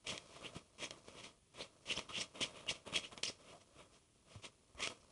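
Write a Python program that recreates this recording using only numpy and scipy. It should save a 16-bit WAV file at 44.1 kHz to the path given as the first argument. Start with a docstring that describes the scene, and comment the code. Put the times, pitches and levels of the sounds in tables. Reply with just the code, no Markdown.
"""A cat on a bedspread kicks with a hind leg for five seconds in a quiet room; both channels are alike.
From the start, strokes rub dully, rasp and hiss: each is a run of tiny slips of the paw on the cloth.
Narrow-band scrapes slide over the weave, snagged threads tick, and the leg lands with soft thumps.
The strokes crowd together from about two seconds on, thin out and soften after three and a half,
then return briefly near the end. Rustling bedding and still air are there throughout."""
import sys
import numpy as np
from scipy import signal
from scipy.fft import rfft, irfft
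from scipy.io import wavfile
from scipy.ndimage import uniform_filter1d

SR = 44100
rng = np.random.default_rng(int(sys.argv[2]) if len(sys.argv) > 2 else 0)


def wrap_up_sound(samples):
    """Save the sound to the file named by the first command line argument, as 16-bit audio."""
    columns = np.atleast_2d(samples).T
    # keep every value between -1 and 1, then stretch to whole-number steps
    tamed = np.clip(columns, -1, 1)
    steps = np.round(tamed * 32767).astype(np.int16)
    wavfile.write(sys.argv[1], SR, steps)


N = 225703  # length of the sound, in samples

# How the rubbing cloth spreads its sound over pitch: (frequency [Hz], relative level [dB])
CLOTH_COLOUR = [(30, -10), (70, -2.5), (130, 3), (260, 1), (420, 3), (560, 4), (680, 4), (760, -10),
                (860, -3), (1000, -0.5), (1300, -0.5), (1420, -8.5), (1700, -11), (2300, -17)]
# The same for rasping claws: (frequency [Hz], relative level [dB])
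CLAW_COLOUR = [(1100, -49), (1650, -26), (1880, -3.5), (2300, 3.5), (2550, 2.5), (2850, 3), (3100, 1.5),
               (3320, 7.5), (3520, -5), (3720, 4), (3950, -10), (4300, -9.5), (5200, -53)]
# The same for hissing fur and fibres: (frequency [Hz], relative level [dB])
FIBRE_COLOUR = [(3300, -17), (4200, 5), (4700, 1.5), (5300, 5), (6300, 3), (7200, -2), (8800, -1.5),
                (10000, -8.5), (11000, -25.5), (14000, -50.5)]


def scratching(lumps_db=2.0):
    """The paw's grip wavers in all three kinds of friction; folds passing under it make the rub lumpy."""
    cloth, claw, fibre = stroke_levels()
    grip = drift(260)
    folds = from_db(lumps_db * drift(110))
    rub = friction(cloth * folds, 8.1 * grip, per_s=2200, spread_db=0.5, bite_db=-56.0)
    rasp = friction(claw, 3.0 * grip, per_s=3100, spread_db=0.0, bite_db=-54.5)
    hiss = friction(fibre, 4.9 * grip, per_s=8700, spread_db=-4.0, bite_db=-50.0)
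    return colour(rub, CLOTH_COLOUR) + colour(rasp, CLAW_COLOUR) + colour(hiss, FIBRE_COLOUR)


def stroke_levels():
    """Cloth rubs as loudly as the push; claws and fibres grow faster, and louder with the claws out."""
    # Strokes of the paw: (touch-down [s], swell [s], fade [s], push [dB], claws out [dB])
    strokes = [(0.042, 0.085, 0.054, -49, -7.5), (0.063, 0.005, 0.082, -54.5, 4.5),
               (0.085, 0.013, 0.018, -54.5, 5), (0.234, 0.13, .07, -60.5, -1.5),
               (0.407, 0.049, 0.04, -52, -5), (0.527, 0.035, 0.034, -57.5, 0),
               (0.78, 0.057, 0.031, -49, -1), (0.899, 0.016, 0.04, -56.5, -7),
               (1.053, 0.032, 0.04, -62.5, 0.5), (1.106, 0.087, .05, -56.5, -2.5),
               (1.229, 0.0067, 0.048, -55, 0), (1.538, .077, .04, -52.5, -2.5),
               (1.854, 0.067, 0.019, -49.5, 1.5), (1.93, 0.052, 0.039, -51, -1.5),
               (2.081, 0.014, 0.028, -54, -3), (2.108, 0.073, 0.025, -51, 1), (2.188, 0.024, .027, -51, 3),
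               (2.339, 0.016, 0.19, -55, -6.5), (2.404, 0.017, .034, -48.5, 3.5),
               (2.522, 0.042, 0.093, -55, -6.5), (2.661, 0.028, .04, -50.5, -12),
               (2.682, 0.015, 0.023, -50.5, 6), (2.728, 0.019, 0.038, -57.5, -1),
               (2.85, 0.024, 0.046, -51.5, -9), (2.917, 0.0097, 0.027, -47.5, -10),
               (2.932, 0.028, 0.029, -45.5, 1.5), (3.008, 0.034, 0.039, -56, 0),
               (3.112, .011, 0.02, -50.5, -11), (3.165, 0.015, 0.023, -55.5, -7),
               (3.229, 0.0014, 0.032, -55.5, 9.5), (3.244, 0.037, 0.032, -55, 4),
               (3.384, 0.12, 0.049, -58, -6), (3.598, .016, 0.011, -65.5, 2),
               (3.715, .088, 0.044, -58.5, -7), (3.884, 0.061, 0.055, -70, 3.5),
               (4.249, 0.073, 0.092, -64, 0.5), (4.419, 0.031, 0.022, -54, 1),
               (4.769, 0.027, 0.024, -55, -3), (4.799, .032, 0.049, -49, 3),
               (4.893, 0.011, 0.017, -51, -12)]
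    usual_push_db = -50
    claw_db, claw_growth = -44, 1.557  # level at the usual push; dB per dB of push
    fibre_db, fibre_growth = -50.5, 1.343  # the same for the fibres, before the growth of claws out
    fibre_per_claw = 1.64  # dB per dB of claws out
    fibre_lag_s = 0.0028  # the fibres hiss loudest this much later, as the paw speeds up
    touch_s = 0.0026  # the sound rises from nothing this quickly as the paw meets the cloth
    t = np.arange(N) / SR
    power = np.zeros((3, N))
    for start_s, swell, fade, push_db, claws_db in strokes:
        near = (t > start_s) & (t < start_s + swell + 4 * fade)
        age = t[near] - start_s
        push = from_db(push_db - usual_push_db)
        press = pressing(age, swell, fade)
        late_press = pressing(age, swell + fibre_lag_s, fade)
        cloth = from_db(push_db) * press
        claw = from_db(claw_db + claws_db) * (push * press) ** claw_growth
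        fibre = from_db(fibre_db + fibre_per_claw * claws_db) * (push * late_press) ** fibre_growth
        touch = np.minimum(age / touch_s, 1)
        power[:, near] += (touch * np.array([cloth, claw, fibre])) ** 2  # powers of strokes add
    return np.sqrt(power)


def pressing(age, swell, fade, shape=1.16, touch_db=-12.5, hold_s=0.0019):
    """The paw touches down below full push, leans in to it, holds it briefly and eases off."""
    leaning = from_db(touch_db * np.clip(1 - age / swell, 0, 1))
    easing_age = np.maximum(age - swell - hold_s, 0)
    return leaning * np.exp(-(easing_age / fade) ** shape)


def friction(level, grip_db, per_s, spread_db, bite_db):
    """A light touch brushes smoothly; pressed harder than bite_db, it mostly sticks and slips in grains."""
    bite = level / (level + from_db(bite_db))
    grains = evened(from_db(grip_db) * slips(per_s, spread_db))
    brushing = rng.standard_normal(N)
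    return level * (np.sqrt(bite) * grains + np.sqrt(1 - bite) * brushing)


def slips(per_s, spread_db):
    """Tiny slips at random moments, each a click of random sign; rms 1."""
    sizes = from_db(spread_db * np.minimum(rng.exponential(1, N), 4))
    happens = rng.random(N) < per_s / SR
    signs = rng.choice([-1, 1], N)
    return rms_one(happens * sizes * signs)


def evened(x, span_s=0.012):
    """The paw's push bounds how much the slips can give within a few milliseconds."""
    nearby_power = np.abs(uniform_filter1d(x ** 2, max(int(span_s * SR), 1)))
    return x / np.sqrt(nearby_power + 1e-3)


def weave_scrapes(spread_db=-2.0):
    """Uneven thread crossings ring in a narrow band that glides up as the paw gathers speed."""
    # Narrow-band scrapes as the paw or claws slide over the ribs of the weave:
    # (time [s], half length [s], pitch [Hz], level [dB])
    scrape_table = [(0.099, .009, 3050, -48), (0.457, .012, 2830, -50), (0.848, .008, 6020, -51.5),
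                    (1.617, 0.0092, 4000, -49.5), (1.915, .012, 2873, -39), (1.967, .007, 5390, -48.5),
                    (1.973, .007, 3040, -44.5), (2.103, .012, 1200, -54.5), (2.164, .022, 3040, -44.5),
                    (2.211, .010, 5330, -45.5), (2.215, 0.0062, 7720, -50), (2.43, .012, 3078, -38.5),
                    (2.693, .008, 3000, -38), (2.957, .008, 2883, -39), (3.051, 0.012, 2797, -51.5),
                    (3.254, 0.003, 5580, -42), (3.262, .004, 2860, -44), (3.281, .012, 5080, -44),
                    (3.547, .02, 648, -61.5), (4.832, .025, 2186, -48.5), (4.836, .026, 1186, -52.5)]
    width_hz, widest = 850, 0.19  # spread of the crossing rate; at most this share of the pitch
    glide = 0.0394  # rise per half length, as a share of the pitch
    t, out = np.arange(N) / SR, np.zeros(N)
    for middle_s, half, pitch_hz, level_db in scrape_table:
        near = np.abs(t - middle_s) < 3 * half
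        place = (t[near] - middle_s) / half
        hz = pitch_hz * (1 + glide * np.clip(place, -1, 1))
        noise = rng.standard_normal(N) + 1j * rng.standard_normal(N)
        crossings = noise * from_db(spread_db * drift(400))
        narrow = signal.butter(2, min(width_hz, widest * pitch_hz) / 2, fs=SR, output="sos")
        wobble = signal.sosfilt(narrow, crossings[near])
        swell = 1 / np.sqrt(1 + place ** 6)
        # shift the slow wobble up to the gliding pitch
        scrape = swell * np.real(wobble * np.exp(2j * np.pi * np.cumsum(hz) / SR))
        out[near] += from_db(level_db) * scrape * np.linalg.norm(swell) / np.linalg.norm(scrape)
    return out


def snags(release=0.66):
    """A caught thread clicks, lets go the other way about a millisecond later, and frays briefly."""
    # A claw catches a thread: (time [s], tick [dB], tug on the cloth [dB])
    snag_table = [(0.070, -27, -28.5), (0.178, -25.5, -37), (0.9082, -25, -33), (1.084, -62, -28),
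                  (1.7648, -70, -47), (1.992, -24, -22.5), (2.411, -21.5, -35), (2.416, -25, -32),
                  (2.666, -41, -31), (2.712, -34, -23.5), (3.177, -30.5, -32.5), (3.234, -15, -21.5),
                  (3.805, -67, -37.5), (4.353, -55, -37), (4.806, -28, -33), (4.8737, -21, -19.5)]
    hold_s, hold_scatter = 0.0007, 0.23  # typical time until release; its random spread, as a share
    fray_s, fray_db = 0.0033, -4.5  # fade time of the fraying; its energy against the catch
    fibre_db = -2.5  # snap of the fibres against the tick
    clicks = np.zeros((3, N))
    age = np.arange(SR // 40) / SR
    for catch_s, tick_db, tug_db in snag_table:
        fray = rng.standard_normal(len(age)) * np.exp(-age / fray_s)
        snap = from_db(fray_db) * fray / np.linalg.norm(fray)
        snap[0] += 1
        held_s = hold_s * np.exp(hold_scatter * rng.standard_normal())
        snap[round(held_s * SR)] -= release
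        start = round(catch_s * SR)
        levels = from_db([tug_db, tick_db, tick_db + fibre_db])  # cloth, claw, fibre
        clicks[:, start:start + len(age)] += np.outer(levels, snap)
    colours = (CLOTH_COLOUR, CLAW_COLOUR, FIBRE_COLOUR)
    return sum(colour(click, points) for click, points in zip(clicks, colours))


def thumps(attack_s=0.00055, flap_s=0.0065):
    """The padded mattress gives a few low cycles while the cover flaps briefly."""
    # The leg lands: (time [s], level [dB], pitch [Hz], cycles until 60 dB down [count], cloth flap [dB])
    thump_table = [(0.122, -41, 195, 9.1, -44), (0.558, -49, 303, 12, -53), (0.5641, -33, 141, 3.1, -47),
                   (0.836, -39, 338, 9.4, -44), (1.606, -31.5, 480, 5.5, -57), (2.180, -44.5, 192, 18, -60),
                   (2.410, -28, 342, 4.3, -40.5), (2.713, -39.5, 156, 4.4, -47),
                   (3.297, -40, 360, 5.8, -45), (4.357, -44, 100, 13, -56), (4.748, -54, 62.5, 12, -57.5)]
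    t, thud, flap = np.arange(N) / SR, np.zeros(N), np.zeros(N)
    for land_s, level_db, hz, cycles, flap_db in thump_table:
        age = np.clip(t - land_s, 0, 0.5)
        landing = 1 - np.exp(-age / attack_s)
        dying = np.exp(-np.log(1000) * age * hz / cycles)
        thud += from_db(level_db) * landing * dying * np.cos(2 * np.pi * hz * age)
        flap += from_db(flap_db) * landing * np.exp(-age / flap_s)
    return thud + colour(flap * rng.standard_normal(N), CLOTH_COLOUR)


def stirring(fibre_db=-7, claw_db=-11):
    """The bedding rustles faintly under the body: small slips of cloth, with finer, brighter ones."""
    # How loudly the bedding stirs: (time [s], level [dB])
    stir = [(0, -77), (.25, -65), (.7, -74.5), (1.05, -65.5), (1.45, -83), (1.802, -70.5), (2.502, -72),
            (2.818, -75.5), (3.4, -66.5), (3.68, -72.5), (4.15, -81), (4.551, -74.5), (4.622, -78),
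            (4.95, -70.5), (5.12, -70.5)]
    stir_db = np.interp(np.arange(N) / SR, *np.transpose(stir))
    level = from_db(stir_db + 2.0 * drift(30.5))
    lumps = from_db(0.77 * drift(90))
    rub = colour(level * lumps * slips(per_s=1600, spread_db=4.5), CLOTH_COLOUR)
    fine = level * slips(per_s=13000, spread_db=9.5)
    bright = from_db(claw_db) * colour(fine, CLAW_COLOUR)
    return rub + bright + from_db(fibre_db) * colour(fine, FIBRE_COLOUR)


def bedroom(x, t60=0.36, wet_db=-22, gap_s=0.0012):
    """A softly furnished room adds a short, weak tail that falls 60 dB in t60 seconds."""
    t = np.arange(SR // 2) / SR
    tail = rng.standard_normal(len(t)) * np.exp(-np.log(1000) * t / t60) * (t > gap_s)
    return x + from_db(wet_db) * signal.fftconvolve(x, tail / np.linalg.norm(tail))[:N]


def still_air(level_db=-73):
    """The still air of the room is steady coloured noise."""
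    # Colour of the air: (frequency [Hz], relative level [dB])
    air_colour = [(20, -12), (50, 4.5), (110, 2.5), (200, -2), (400, -6.5), (650, -29), (780, -15.5),
                  (1250, -33.5), (1500, -21.5), (3200, -15), (4500, -20.5), (10500, -15.5), (14000, -55.5)]
    return from_db(level_db) * colour(rng.standard_normal(N), air_colour)


def from_db(db):
    """Turn decibels into a gain."""
    return 10 ** (np.asarray(db) / 20)


def rms_one(x):
    """Scale to an rms (average strength) of 1."""
    return x / np.sqrt(np.mean(x ** 2) + 1e-20)


def drift(rate):
    """Random wandering of rms 1: straight lines between new random values, rate times a second."""
    knots = rng.standard_normal(N)
    return rms_one(np.interp(np.arange(N) / SR * rate, np.arange(N), knots))


def gains(points, size):
    """Read a colour table as gains on an FFT grid, along a logarithmic frequency scale."""
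    hz, db = np.transpose(points)
    grid_hz = np.arange(size // 2 + 1) * SR / size
    return from_db(np.interp(np.log(grid_hz + 1), np.log(hz), db))


def colour(x, points, size=4096):
    """Filter with the given colour at unit energy, responding as early as it can (minimum phase)."""
    cepstrum = irfft(np.log(gains(points, size)))
    # folding the second half onto the first removes any response before the sound
    cepstrum[1:size // 2] *= 2
    cepstrum[size // 2 + 1:] = 0
    response = irfft(np.exp(rfft(cepstrum)))
    return signal.fftconvolve(x, response / np.linalg.norm(response))[:N]


def scene():
    """Cat and still air reach both ears alike."""
    cat = bedroom(scratching() + weave_scrapes() + snags() + thumps() + stirring())
    both = cat + still_air()
    return np.array([both, both])


def record(dry, cutoff_hz=10950):
    """A steep low-pass filter cuts the top."""
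    low_pass = signal.ellip(12, 0.1, 70, cutoff_hz, fs=SR, output="sos")
    return signal.sosfilt(low_pass, dry)


dry = scene()
out = record(dry)
wrap_up_sound(out)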